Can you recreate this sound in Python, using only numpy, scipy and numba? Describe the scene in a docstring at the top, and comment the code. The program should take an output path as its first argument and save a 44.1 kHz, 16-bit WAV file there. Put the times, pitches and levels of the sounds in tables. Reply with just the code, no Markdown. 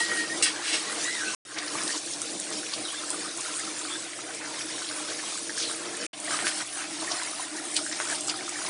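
"""Fat bubbles gurgle in a thick sauce in a wide metal pan, heard close up in three shots split by silences:
decaying sines for the bubbles, snaps and pops, short noise for ticks and spray. Swarms of tiny sines make
gurgle, fizz and steam; noisy tones whistle from vents. Below lie a burner's roar (resonant noise) and a
mains hum (sine). In the first shot utensils clink (noise through metal modes) and squeal in a kitchen."""
import sys
import numpy as np
from scipy import signal
from scipy.fft import rfft, irfft, next_fast_len
from scipy.io import wavfile
from scipy.ndimage import uniform_filter1d
from numba import njit

SR = 44100
rng = np.random.default_rng(int(sys.argv[2]) if len(sys.argv) > 2 else 0)


def transcribe(signal):
    """Save signal, clipped to [-1, 1], as a 16-bit WAV file at the path in sys.argv[1]."""
    frames = np.atleast_2d(signal).T
    limited = np.clip(frames, -1, 1)
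    pcm = np.round(limited * 32767).astype(np.int16)
    wavfile.write(sys.argv[1], SR, pcm)


def level_to_linear(level):
    """Convert decibel levels to linear amplitude factors, elementwise."""
    exponent = np.asarray(level, float) / 20
    return 10 ** exponent


N = 383229
T = np.arange(N) / SR

# audible stretches: start/s, end/s
SHOTS = [(0, 1.349), (1.451, 6.066), (6.131, 8.69)]
# depth of narrow streaks in the swarms: gurgle/dB, fizz/dB, steam/dB
STREAK_DB = (1.7, 3.0, 3.4)


def level(x, db):
    """Scale to an rms level."""
    return x * level_to_linear(db) / np.sqrt(np.mean(x ** 2))


def shape(x, gain):
    """Filter by a gain that is a function of frequency."""
    size = next_fast_len(len(x))
    hz = np.maximum(np.arange(size // 2 + 1) * SR / size, 1)
    return irfft(rfft(x, size) * gain(hz), size)[:len(x)]


def band(lo_hz, hi_hz, order=4):
    """Gain of a band-pass with soft skirts."""
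    return lambda hz: 1 / np.sqrt((1 + (lo_hz / hz) ** (2 * order)) * (1 + (hz / hi_hz) ** (2 * order)))


def walk(rate_hz):
    """Random levels held 1 / rate_hz and slewed twice; spread near 1."""
    k = int(SR / rate_hz)
    steps = np.repeat(rng.standard_normal(N // k + 1), k)
    return 1.64 * uniform_filter1d(uniform_filter1d(steps, k), k)[:N]


def by_shot(values):
    """Join one value or curve per shot; zero between shots."""
    return sum(v * ((T >= a) & (T < b)) for v, (a, b) in zip(values, SHOTS))


@njit
def rings(s, hz, t60_s, size, glide, rise, rate, count):
    """Sum of sines that swell for the share rise of t60; the pitch moves by the share glide over t60."""
    out = np.zeros(count)
    for k in range(len(s)):
        start, steps = int(s[k] * rate), int(t60_s[k] * rate)
        fade, phase = np.exp(-np.log(1000) / steps), 0.
        g = size[k]
        for i in range(min(steps, count - start)):
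            out[start + i] += g * min(1., i / (rise * steps)) * np.sin(phase)
            phase += 2 * np.pi * hz[k] * (1 + glide * i / steps) / rate
            g *= fade
    return out


def scatter(lo_hz, hi_hz, mean_db, quarter_range_db, count):
    """Rows of (t/s, level/dB, f/Hz) at random moments."""
    u = rng.random((count, 3)).T
    s = .1 + u[0] * (N / SR - .1)
    db = mean_db + quarter_range_db * 2 * (2 * u[1] - 1)
    hz = lo_hz * (hi_hz / lo_hz) ** u[2]
    return np.transpose([s, db, hz])


def bloops():
    """Fat bubbles in the thick sauce ring low, down 60 dB in 14.5 cycles, with rising pitch."""
    # fat bubbles at set moments: t/s, relative level/dB, f/Hz
    fat = [(0.117, -21.5, 1280), (0.164, -21, 1500), (0.239, -25, 1324), (0.414, -25, 1210),
           (1.081, -20, 1610), (1.235, -23, 1500), (1.276, -36, 1535), (1.577, -33.5, 1520),
           (1.625, -26, 1970), (1.674, -26, 1810), (1.754, -26, 850), (1.892, -19.5, 1750),
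           (1.905, -20.5, 1840), (2.075, -29, 1670), (2.217, -29, 1280), (2.632, -27, 1620),
           (2.72, -31, 1640), (2.665, -24, 2500), (2.861, -29, 1340), (3.036, -23.5, 1280),
           (3.088, -27, 1620), (3.222, -32, 1350), (3.384, -30, 1040), (3.452, -30, 1450),
           (3.505, -28, 1250), (3.592, -25, 1670), (3.765, -31, 1620), (3.851, -23, 1410),
           (3.956, -24, 1580), (4.023, -30, 2370), (4.133, -27, 2090), (4.19, -27, 1260),
           (4.442, -27, 1480), (4.461, -27, 1450), (4.542, -26.5, 1800), (4.61, -23, 2500),
           (4.78, -27, 1600), (4.819, -24.5, 1400), (4.912, -23, 1450), (5.022, -31, 1620),
           (5.193, -32, 1570), (5.237, -26, 1030), (5.377, -28, 1470), (5.495, -19.5, 1680),
           (5.577, -23, 1600), (5.604, -29, 1460), (5.697, -28, 1140), (5.712, -24, 1450),
           (5.747, -26, 2280), (6.018, -25, 1560), (6.308, -17, 1520), (6.604, -26, 1300),
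           (6.614, -23, 1900), (6.772, -24.5, 1570), (6.425, -25, 760), (7.069, -30, 1990),
           (7.087, -26, 2000), (7.112, -28, 670), (7.144, -28, 1400), (7.216, -25, 1500),
           (7.397, -28.5, 760), (7.739, -29, 1950), (7.333, -25.5, 1230), (7.79, -23.5, 1310),
           (7.864, -20.5, 1570), (7.914, -23, 1790), (7.928, -24, 1980), (7.935, -28, 1800),
           (8.053, -27, 1300), (8.068, -27, 1350), (8.18, -28, 1280), (8.099, -22.5, 1730),
           (8.282, -25, 1260), (8.341, -22.5, 1260), (8.479, -23.5, 1260), (8.523, -30, 770),
           (8.588, -26, 1340), (8.65, -26, 1070)]
    # chance bubbles: low f/Hz, high f/Hz, mean relative level/dB, quarter of level range/dB
    small = (1003, 1650, -33.5, 1)
    s, db, hz = np.vstack([fat, scatter(*small, count=12)]).T
    return rings(s, hz, 14.5 / hz, level_to_linear(db + 4.0), 0.12, 0.12, 1. * SR, count=N)


def snaps():
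    """Thick skins snap in a cycle or two at the bubble's pitch and leave a wet tail of noise around it."""
    # snapping skins: t/s, relative level/dB, f/Hz
    skins = [(6.3901, -15, 2200), (6.4688, -11, 2300), (8.001, -12, 1450), (4.4110, -26, 1400),
             (4.4165, -28, 1500), (6.309, -23, 1500), (6.402, -21, 1800), (6.462, -22, 1700),
             (6.605, -24, 2000), (6.773, -27, 2000), (6.842, -23, 2200), (7.115, -24, 900)]
    t60_cycles, tail_db, tail_decay_s = 4.5, -16, .012
    s, db, hz = np.transpose(skins)
    out = rings(s, hz, t60_cycles / hz, level_to_linear(db + 4), -0.1, 0.06, 1. * SR, count=N)
    out = shape(out, band(650, 9000, order=2))
    t = T[:SR // 10]
    for k, noise in enumerate(rng.standard_normal((len(s), len(t)))):
        at = int(s[k] * SR)
        splash = level(shape(noise, band(hz[k] / 2.0, hz[k] * 1.4)), db[k] + tail_db)
        out[at:at + len(t)] += splash * np.exp(-t / tail_decay_s)
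    return out


def pops():
    """The skin stretches with a swelling hiss, bursts in a few cycles at its pitch and leaves a spray."""
    # bursting bubbles at set moments: t/s, relative level/dB, f/Hz
    bursting = [(1.5857, -18, 5500), (1.785, -22, 2240), (1.9785, -16.5, 6300), (2.1359, -20, 5270),
                (2.526, -21, 5940), (2.7196, -29, 3900), (2.737, -14.5, 4300), (4.8905, -22.5, 4170),
                (5.0498, -27, 4940), (5.1005, -23, 4300), (5.1933, -22, 2040), (6.4722, -21, 5000),
                (7.1177, -13, 5200), (7.7476, -36, 4560), (7.7662, -8.5, 3960), (7.776, -18, 4200),
                (7.9257, -18, 5100), (8.1518, -22, 4730), (8.2745, -17, 7550), (8.2967, -11, 4600),
                (8.2985, -23, 3020), (8.6634, -22, 4930)]
    # chance pops: low f/Hz, high f/Hz, mean relative level/dB, quarter of level range/dB
    small = (2398, 9593, -25, 1)
    spray_t60_s, swell_s = 0.05, 0.0064
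    s, db, hz = np.vstack([bursting, scatter(*small, count=12)]).T
    out = rings(s, hz, 5.7 / hz + 0.0045, level_to_linear(db + 4.0), 0.14, 0.17, 1. * SR, count=N)
    noise = rng.standard_normal((len(s), SR // 4))
    lead = SR // 20
    t = T[:SR // 4] - lead / SR  # zero at the burst
    swell = level_to_linear(-2.0) * np.exp(np.minimum(t, 0) / swell_s)
    fade = np.where(t < 0, swell, np.exp(-np.log(1000) * t / spray_t60_s))
    for k in range(len(s)):
        colour = band(hz[k] / 1.4, min(hz[k] * 1.17, 10200), order=4)
        spray = level(shape(noise[k], colour), db[k] - 13.5) * fade
        at = int(s[k] * SR) - lead
        out[at:at + SR // 4] += spray[:N - at]
    return out


def ticks():
    """Tiny bubbles burst in one dry tick: about a millisecond of noise around the bubble's pitch."""
    # bursting tiny bubbles: t/s, peak/dB, f/Hz
    tiny = [(1.8340, -15, 9800), (1.8778, -19, 5600), (2.0612, -20, 9600), (2.217, -15, 8800),
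            (2.399, -16.5, 9400), (3.103, -11, 9500), (3.3737, -20, 8900), (3.5957, -16, 9250),
            (5.374, -19, 7900), (5.582, -16, 8400), (5.7572, -20, 9800), (5.9682, -18, 9600),
            (6.2003, -18, 9420), (6.2453, -15, 9700), (6.781, -22, 9150), (7.2328, -19, 8380),
            (7.765, -13, 9300), (7.9465, -31, 5000), (7.957, -24, 5000), (8.0994, -18.5, 9260),
            (8.1995, -31, 4800), (8.1125, -20.5, 8500), (8.208, -15.5, 8900), (8.282, -15.5, 6300),
            (8.4924, -17, 8750)]
    decay_s = 0.00087
    t = T[:SR // 100]
    out = np.zeros(N)
    for (s, db, hz), noise in zip(tiny, rng.standard_normal((len(tiny), len(t)))):
        tick = shape(noise * t * np.exp(-t / decay_s), band(hz / 1.15, hz * 1.15))
        at = int(s * SR)
        out[at:at + len(t)] += level_to_linear(db) * tick / np.abs(tick).max()
    return out


def gurgle():
    """Low swarm of tiny bubbles in the sauce."""
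    # low f/Hz, high f/Hz, grains/s, t60/4.03 cycles, size spread/dB, noise less 5/dB, patchiness/dB
    low_swarm = (805, 2519, 400, 5.5, 2.8, 3.5, 1.7)
    return bubbles(*low_swarm, STREAK_DB[0])


def fizz():
    """Middle swarm: fizzing froth."""
    # low f/Hz, high f/Hz, grains/s, t60/4.03 cycles, size spread/dB, noise less 5/dB, patchiness/dB
    middle_swarm = (2494, 5958, 1500, 5.5, 0.5, -2.5, 0.5)
    return bubbles(*middle_swarm, STREAK_DB[1])


def steam():
    """High swarm: hissing steam."""
    # low f/Hz, high f/Hz, grains/s, t60/4.03 cycles, size spread/dB, noise less 5/dB, patchiness/dB
    high_swarm = (6750, 13160, 2500, 5.2, 7.5, 7.5, 1.8)
    return bubbles(*high_swarm, STREAK_DB[2])


def bubbles(lo_hz, hi_hz, grains_per_s, decay, spread_db, noise_db, patchy_db, streak_db):
    """A swarm of tiny bubbles, a few loud and many faint, over the blur of far ones."""
    u = rng.random((int(round(grains_per_s, -2) * N / SR), 3)).T
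    hz = 0.806 * lo_hz * (1.432 * hi_hz / lo_hz) ** u[1]
    size = level_to_linear(-spread_db * np.log(np.maximum(u[2], .005)))
    near = rings(u[0] * N / SR, hz, 4.03 * decay / hz, size, 0.13, 0.67, 1. * SR, count=N)
    far = level(rng.standard_normal(N), noise_db + 5.0)
    mix = shape(shape(level(near, 0) + far, band(lo_hz, hi_hz)), pan_colour)
    # broad random patches, then narrow random streaks
    mix = patchy(mix, patchy_db, size=512, bins=6, frames=9)
    mix = patchy(mix, streak_db, size=1024, bins=2, frames=3)
    return level(mix, 0)


def patchy(x, patchy_db, size, bins, frames):
    """Level wanders at random in patches of pitch and time."""
    z = signal.stft(x, nperseg=size)[2]
    field = rng.standard_normal(z.shape)
    for _ in range(2):
        field = uniform_filter1d(uniform_filter1d(field, bins, axis=0), frames, axis=1)
    return signal.istft(z * level_to_linear(patchy_db * field / field.std()), nperseg=size)[1][:N]


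def pan_colour(hz):
    """Gain of pan, room and microphone, interpolated over log frequency."""
    # f/Hz, relative gain/dB
    colour = [(53, -71), (90, -50), (108, -14), (247, -15), (302, 1.5), (378, -23), (453, -7), (651, -9.5),
              (797, -17), (1620, -12.5), (2730, -12.5), (4170, -6), (9360, 3), (10200, -0.5), (10700, -16),
              (11200, -30), (14600, -60.5), (22000, -120)]
    f, db = np.transpose(colour)
    return level_to_linear(np.interp(np.log(hz), np.log(f), db))


def opening(excess_db):
    """Level in dB of the fade-in, the loud stretch and the drop after each join."""
    # start/s, fade length/s, drop/s
    joins = [(1.451, 0.29, 1.97), (6.13, 0.19, 6.63)]
    fade_from_db, drop_length_s = -13.5, 0.0054
    total_db = 0
    for s, fade, drop in joins:
        times = [s, s, s + fade / 4, s + fade, drop, drop + drop_length_s]
        rise_db = [fade_from_db + excess_db, fade_from_db / 2 + excess_db, excess_db]
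        total_db = total_db + np.interp(T, times, [0, *rise_db, excess_db, 0])
    return total_db


def boil_levels():
    """Slow level, opening, boil-ups, surges (shared by fizz and steam) and each layer's own flicker, in dB."""
    # slow levels, one list a shot: t/s, level/dB
    roar_curve, gurgle_curve = [
        [(0, -41.5), (.27, -38.5), (.4, -41), (.7, -46), (1.0, -41), (1.35, -42)],
        [(2.0, -47), (2.12, -41), (2.25, -42), (2.4, -40.5), (2.9, -46), (3.15, -42.5), (3.45, -43.5),
         (3.6, -42), (4.0, -45), (4.45, -44), (4.7, -42), (4.95, -46), (5.1, -43.5), (5.25, -46), (5.6, -45),
         (5.9, -41), (6.07, -42)],
        [(6.6, -51.5), (6.68, -49), (7.0, -42), (7.3, -44), (7.5, -46.5), (7.65, -42.5), (8.1, -43.5),
         (8.69, -43)],
    ], [
        [(0.0, -38.5), (1.164, -40.5), (1.34, -39.5)],
        [(2.0, -44.5), (2.36, -45), (2.65, -43.5), (5.14, -41.5), (5.83, -43), (6.05, -42.5)],
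        [(6.66, -43.5), (6.84, -44), (7.91, -41), (8.32, -42), (8.69, -41.5)],
    ]
    sizzle_curve = [
        [(0.0, -35.5), (0.17, -37.5), (1.006, -38), (1.19, -37), (1.3, -36.5)],
        [(2.0, -37.5), (2.2, -36), (2.83, -35), (3.79, -34), (4.05, -38), (4.27, -39.5), (5.2, -35),
         (5.62, -35), (5.9, -36), (6.02, -35)],
        [(6.66, -37), (7.37, -33.5), (7.7, -36.5), (8.15, -31.5), (8.32, -37), (8.66, -33.5)],
    ]
    # level over the sizzle, one a shot: level/dB
    fizz_over, steam_over = [0, -3.5, -5], [-2, -3.5, -4]
    # froth boils up or settles for a moment: middle t/s, length/s, gurgle/dB, sizzle/dB
    boil_ups = [(0.262, .05, -2.5, -3), (1.04, 0.1, -1.5, 4.5), (1.576, 0.021, 8.5, -4),
                (1.916, 0.054, 0, 3.5), (2.11, 0.069, -1, 2.5), (2.597, 0.16, 0, 2.5), (4.35, 0.044, 0, 4),
                (4.603, 0.14, -2, 2), (5.11, 0.052, 3.5, 2), (6.032, 0.048, 1.5, 2), (6.335, 0.086, 6, 5),
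                (6.48, 0.04, 0, 5), (6.587, 0.13, -3, 1), (6.802, 0.074, 7, 1.5), (7.163, 0.23, 6, 1),
                (7.418, 0.088, 2, 3), (7.573, 0.026, 3, 2), (7.778, 0.028, 6.5, 6), (8.116, 0.073, 7, 1),
                (8.232, 0.11, -5, 0.5), (8.306, 0.049, 7, 4.5)]
    # excess before the drop: roar/dB, gurgle/dB, fizz/dB, steam/dB
    excess = (8.6, 5.75, 4.8, 4.3)
    # spread of surges and of flicker: roar/dB, gurgle/dB, fizz/dB, steam/dB
    surge_spread, flicker_spread = (1, 0.88, 0.83, 0.81), (1.44, 0.8, 0.79, 0.87)
    surge_hz, flicker_hz = 7.6, 25

    roar_db, gurgle_db, sizzle_db = (by_shot([np.interp(T, *np.transpose(rows)) for rows in curve])
                                     for curve in (roar_curve, gurgle_curve, sizzle_curve))
    for s, length, gurgle_up_db, sizzle_up_db in boil_ups:
        bump = np.exp(-(2 * (T - s) / length) ** 2)
        gurgle_db = gurgle_db + gurgle_up_db * bump
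        sizzle_db = sizzle_db + sizzle_up_db * bump
    slow = roar_db, gurgle_db, sizzle_db + by_shot(fizz_over), sizzle_db + by_shot(steam_over)
    audible = by_shot([1, 1, 1]) > 0
    surges = [walk(surge_hz) for _ in range(3)]
    surges.append(surges[-1])
    levels = []
    for db, up_db, surge_db, surge, flicker_db in zip(slow, excess, surge_spread, surges, flicker_spread):
        base_db = np.where(audible, db, -60) + opening(up_db)
        levels.append(base_db + surge_db * surge + flicker_db * walk(flicker_hz))
    return levels


def whistle(rows, orders, blur_hz, breath):
    """A tone on a pitch curve; the share breath is noise spread about blur_hz either side of the pitch."""
    s, hz, db = np.transpose(rows)
    span = slice(max(int(s[0] * SR), 0), int(s[-1] * SR))
    t = T[span]
    phase = np.cumsum(np.interp(t, s, hz)) * 2 * np.pi / SR
    share = np.clip(breath, 0, 1)
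    tone = 0
    for k, order_db in [(0.99, 0.0031)] + orders:  # frequency ratio, dB
        blur = band(.1, k * blur_hz, order=2)
        a, b = (level(shape(rng.standard_normal(SR), blur), -4.5)[:len(t)] for _ in range(2))
        in_phase = (np.sqrt(1 - share) + np.sqrt(share) * a) * np.sin(k * phase)
        quadrature = np.sqrt(share) * b * np.cos(k * phase)
        tone = tone + level_to_linear(order_db) * (in_phase + quadrature)
    out = np.zeros(N)
    edges = np.clip(np.minimum(t - s[0], s[-1] - t) / 0.006, 0, 1)
    out[span] = np.sqrt(2) * tone * edges * level_to_linear(np.interp(t, s, db))
    return out


def chirps():
    """Steam escapes through small holes as breathy tones of gliding pitch."""
    # one list a chirp: t/s, nominal f/Hz, relative level/dB
    holes = [
        [(2.84, 3970, -38), (2.865, 3900, -40), (2.89, 3730, -44)],
        [(2.88, 3050, -40), (2.94, 3394, -45), (3.0, 3640, -41)],
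        [(3.89, 3540, -43), (3.93, 3480, -36), (3.97, 3640, -45)],
        [(5.565, 5600, -44), (5.585, 5550, -34), (5.6, 5260, -44)],
        [(5.635, 4520, -42), (5.65, 4330, -36), (5.675, 4220, -36), (5.7, 3860, -44), (5.725, 3600, -41)],
        [(1.235, 2350, -50), (1.28, 2660, -37), (1.325, 2800, -45)],
    ]
    return sum(whistle(rows, [], 140, .85) for rows in holes)


def puff():
    """Steam escapes through a wide vent as a broad band of noise that moves in pitch."""
    # t/s, nominal centre f/Hz, relative level/dB
    vent = [(5.56, 5890, -39), (5.6, 5400, -28.5), (5.635, 4595, -30), (5.67, 3985, -39), (5.73, 3430, -59)]
    return whistle(vent, [], 1500, 1.0)


def roar():
    """Burner turbulence and deep boiling excite broad resonances that flutter each on their own."""
    # air in pan and stove: f/Hz, width/Hz, relative level/dB
    resonances = [(209.3, 52, -14), (310.6, 29.5, -2), (343.3, 42, -3.5), (451, 79, -7), (615, 48, -7.5),
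                  (781, 27, -14.5)]
    out = level(shape(shape(rng.standard_normal(N), band(90, 800)), pan_colour), -6.5)
    for hz, width, db in resonances:
        one = shape(rng.standard_normal(N), lambda f: 1 / np.sqrt(1 + (2 * (f - hz) / width) ** 4))
        out = out + level(one, db - 4.5) * level_to_linear(1.53 * walk(9.8))
    return level(out, 0)


def rim_echo(low):
    """With the phone at another height in the last shot, the rim's echo cancels one band and lifts the next."""
    # f/Hz, width/Hz, gain/dB
    bands = [(501, 94, -8), (747, 240, 7)]

    def gain(f):
        return level_to_linear(sum(db / (1 + (2 * (f - hz) / width) ** 4) for hz, width, db in bands))

    return np.where(T > SHOTS[-1][0], shape(low, gain), low)


def hum():
    """Mains hum: one sine whose level wanders."""
    hum_hz, mean_rms_db = 121.9, -67
    return np.sqrt(2) * level_to_linear(mean_rms_db + 1.5 * walk(3.78)) * np.sin(2 * np.pi * hum_hz * T)


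def clinks():
    """Rough contact swells and dies; it is heard as a scratch and through the damped modes of the metal."""
    # blows and scrapes: t/s, relative level/dB, tilt/(dB/octave), rise/s, fall/s, factor on mode widths
    blows = [(0.001, -28, 4.5, 0.0007, 0.013, 1.9), (0.424, -15.5, 4, 0.0012, 0.017, 1.1),
             (.455, -20.5, -5, 0.0021, 0.025, 1.6), (0.591, -32, 0, 0.085, 0.1, 3.4),
             (0.7, -23.5, -0.5, 0.041, 0.022, 2.5)]
    # modes of the metal: f/Hz, width/Hz before that factor, relative level/dB
    modes = [(1880, 37, -3), (2200, 82, -3.5), (2800, 92, 4), (3220, 115, 0.5), (4070, 97, -2),
             (4800, 38, 3.5), (5200, 43, -6), (5500, 25, 3), (6300, 32, -12.5), (6840, 28, -13.5),
             (7040, 31, -19), (8100, 32, 5), (7950, 31, -15), (8900, 30, -2), (9500, 210, -5.5),
             (9160, 17, -24)]
    t = T[:SR // 2]
    out = np.zeros(N)
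    for s, db, tilt_db, rise, fall, damping in blows:
        push = np.minimum(t / rise, 1) ** 2 * np.exp(-np.maximum(t - rise, 0) / fall)
        contact = rng.standard_normal(len(t)) * level_to_linear(1.5 * rng.standard_normal(len(t))) * push
        # every blow lands on another spot and favours other modes
        spot_db = 1.5 * rng.standard_normal(len(modes))

        def metal(f):
            ringing = sum(level_to_linear(d + e) / (1 + 2j * (f - hz) / (w * damping))
                          for (hz, w, d), e in zip(modes, spot_db))
            scratch = level_to_linear(-9.5)
            return (ringing + scratch) * level_to_linear(tilt_db * np.log2(f / 3000)) * band(1400, 11000)(f)

        at = int(s * SR)
        out[at:at + len(t)] += level_to_linear(db + 4.5) * shape(contact, metal)
    return out


def squeals():
    """Rubbed metal squeals on wandering pitches; an arching squeal adds its octave and fourth partial."""
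    # one list a squeal: t/s, nominal f/Hz, relative level/dB
    steady = [
        [(0.0, 1940, -27), (0.018, 1907, -30.5), (0.054, 1930, -36), (0.12, 1910, -31.5), (0.14, 1910, -39),
         (0.22, 1880, -32), (0.25, 1880, -43), (0.275, 1880, -54)],
        [(0.29, 1830, -47), (0.302, 1850, -33), (0.322, 1880, -40), (0.345, 2000, -40.5), (0.375, 1930, -50)],
        [(0.86, 1860, -57), (0.876, 1990, -40), (0.9, 1880, -45), (0.93, 2120, -50)],
    ]
    # arching squeal: t/s, nominal f/Hz, relative level/dB, octave's relative level/dB
    arch = [(.985, 1590, -48, -50), (1.025, 1640, -40, -46), (1.05, 1930, -35, -41), (1.1, 2000, -34, -37),
            (1.14, 2042, -37, -45), (1.185, 1920, -37.5, -42), (1.22, 1560, -34, -47),
            (1.29, 1524, -38.5, -58), (1.34, 1514, -54, -65.5)]
    out = sum(whistle(rows, [], 30, .3) for rows in steady)
    octave = [(s, 2 * hz, db) for s, hz, _, db in arch]
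    fourth_partial = (2, -4)  # ratio to the octave, dB
    return out + whistle([r[:3] for r in arch], [], 80, .65) + whistle(octave, [fourth_partial], 110, .75)


def struck_ring():
    """Fading ring of a utensil struck just before the start."""
    # nominal f/Hz, relative level/dB
    partials = [(2993, -48), (3262, -43), (4124, -47), (5090, -45), (8113, -49)]
    end_s = .25
    return sum(whistle([(-.02, hz, db), (end_s, hz, db - 2.0)], [], 35, .55) for hz, db in partials)


def kitchen(x, wet_db):
    """Hard walls return a short, dense tail."""
    t60_s = 0.099
    t = T[:SR // 2]
    decay = np.exp(-np.log(1000) * t / t60_s) * (t > .004)
    tail = level(rng.standard_normal(len(t)) * decay, 0)
    return x + level_to_linear(wet_db) * signal.fftconvolve(x, tail / np.sqrt(len(t)))[:N]


def scene():
    """All layers on their levels, heard alike on both channels."""
    roar_db, gurgle_db, fizz_db, steam_db = boil_levels()
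    swarms = level_to_linear(gurgle_db) * gurgle() + level_to_linear(fizz_db) * fizz() + level_to_linear(steam_db) * steam()
    pan = swarms + level_to_linear(roar_db) * rim_echo(roar())
    close = bloops() + snaps() + pops() + ticks() + chirps() + puff() + squeals() + struck_ring()
    events = kitchen(close, wet_db=-7) + kitchen(clinks(), wet_db=-1)
    mono = pan + hum() + shape(events, band(50, 9970, order=24))
    return np.array([mono, mono])


def top_cut(x):
    """Nothing passes above the cut-off."""
    return signal.sosfilt(signal.butter(12, 11380, fs=SR, output="sos"), x)


def record(dry):
    """The phone cuts bass and top steeply and adds low noise; silence separates the shots."""
    on = uniform_filter1d(1. * sum((T >= a) & (T < b) for a, b in SHOTS), size=60)
    cut = signal.sosfilt(signal.ellip(8, .2, 60, 11150, fs=SR, output="sos"), dry)
    cut = signal.sosfilt(signal.butter(4, 105, "high", fs=SR, output="sos"), cut)
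    microphone_noise = level(shape(rng.standard_normal(N), band(55, 121.5, order=1)), -80.5)
    return top_cut((cut + microphone_noise) * on)


dry = scene()
out = record(dry)
transcribe(out)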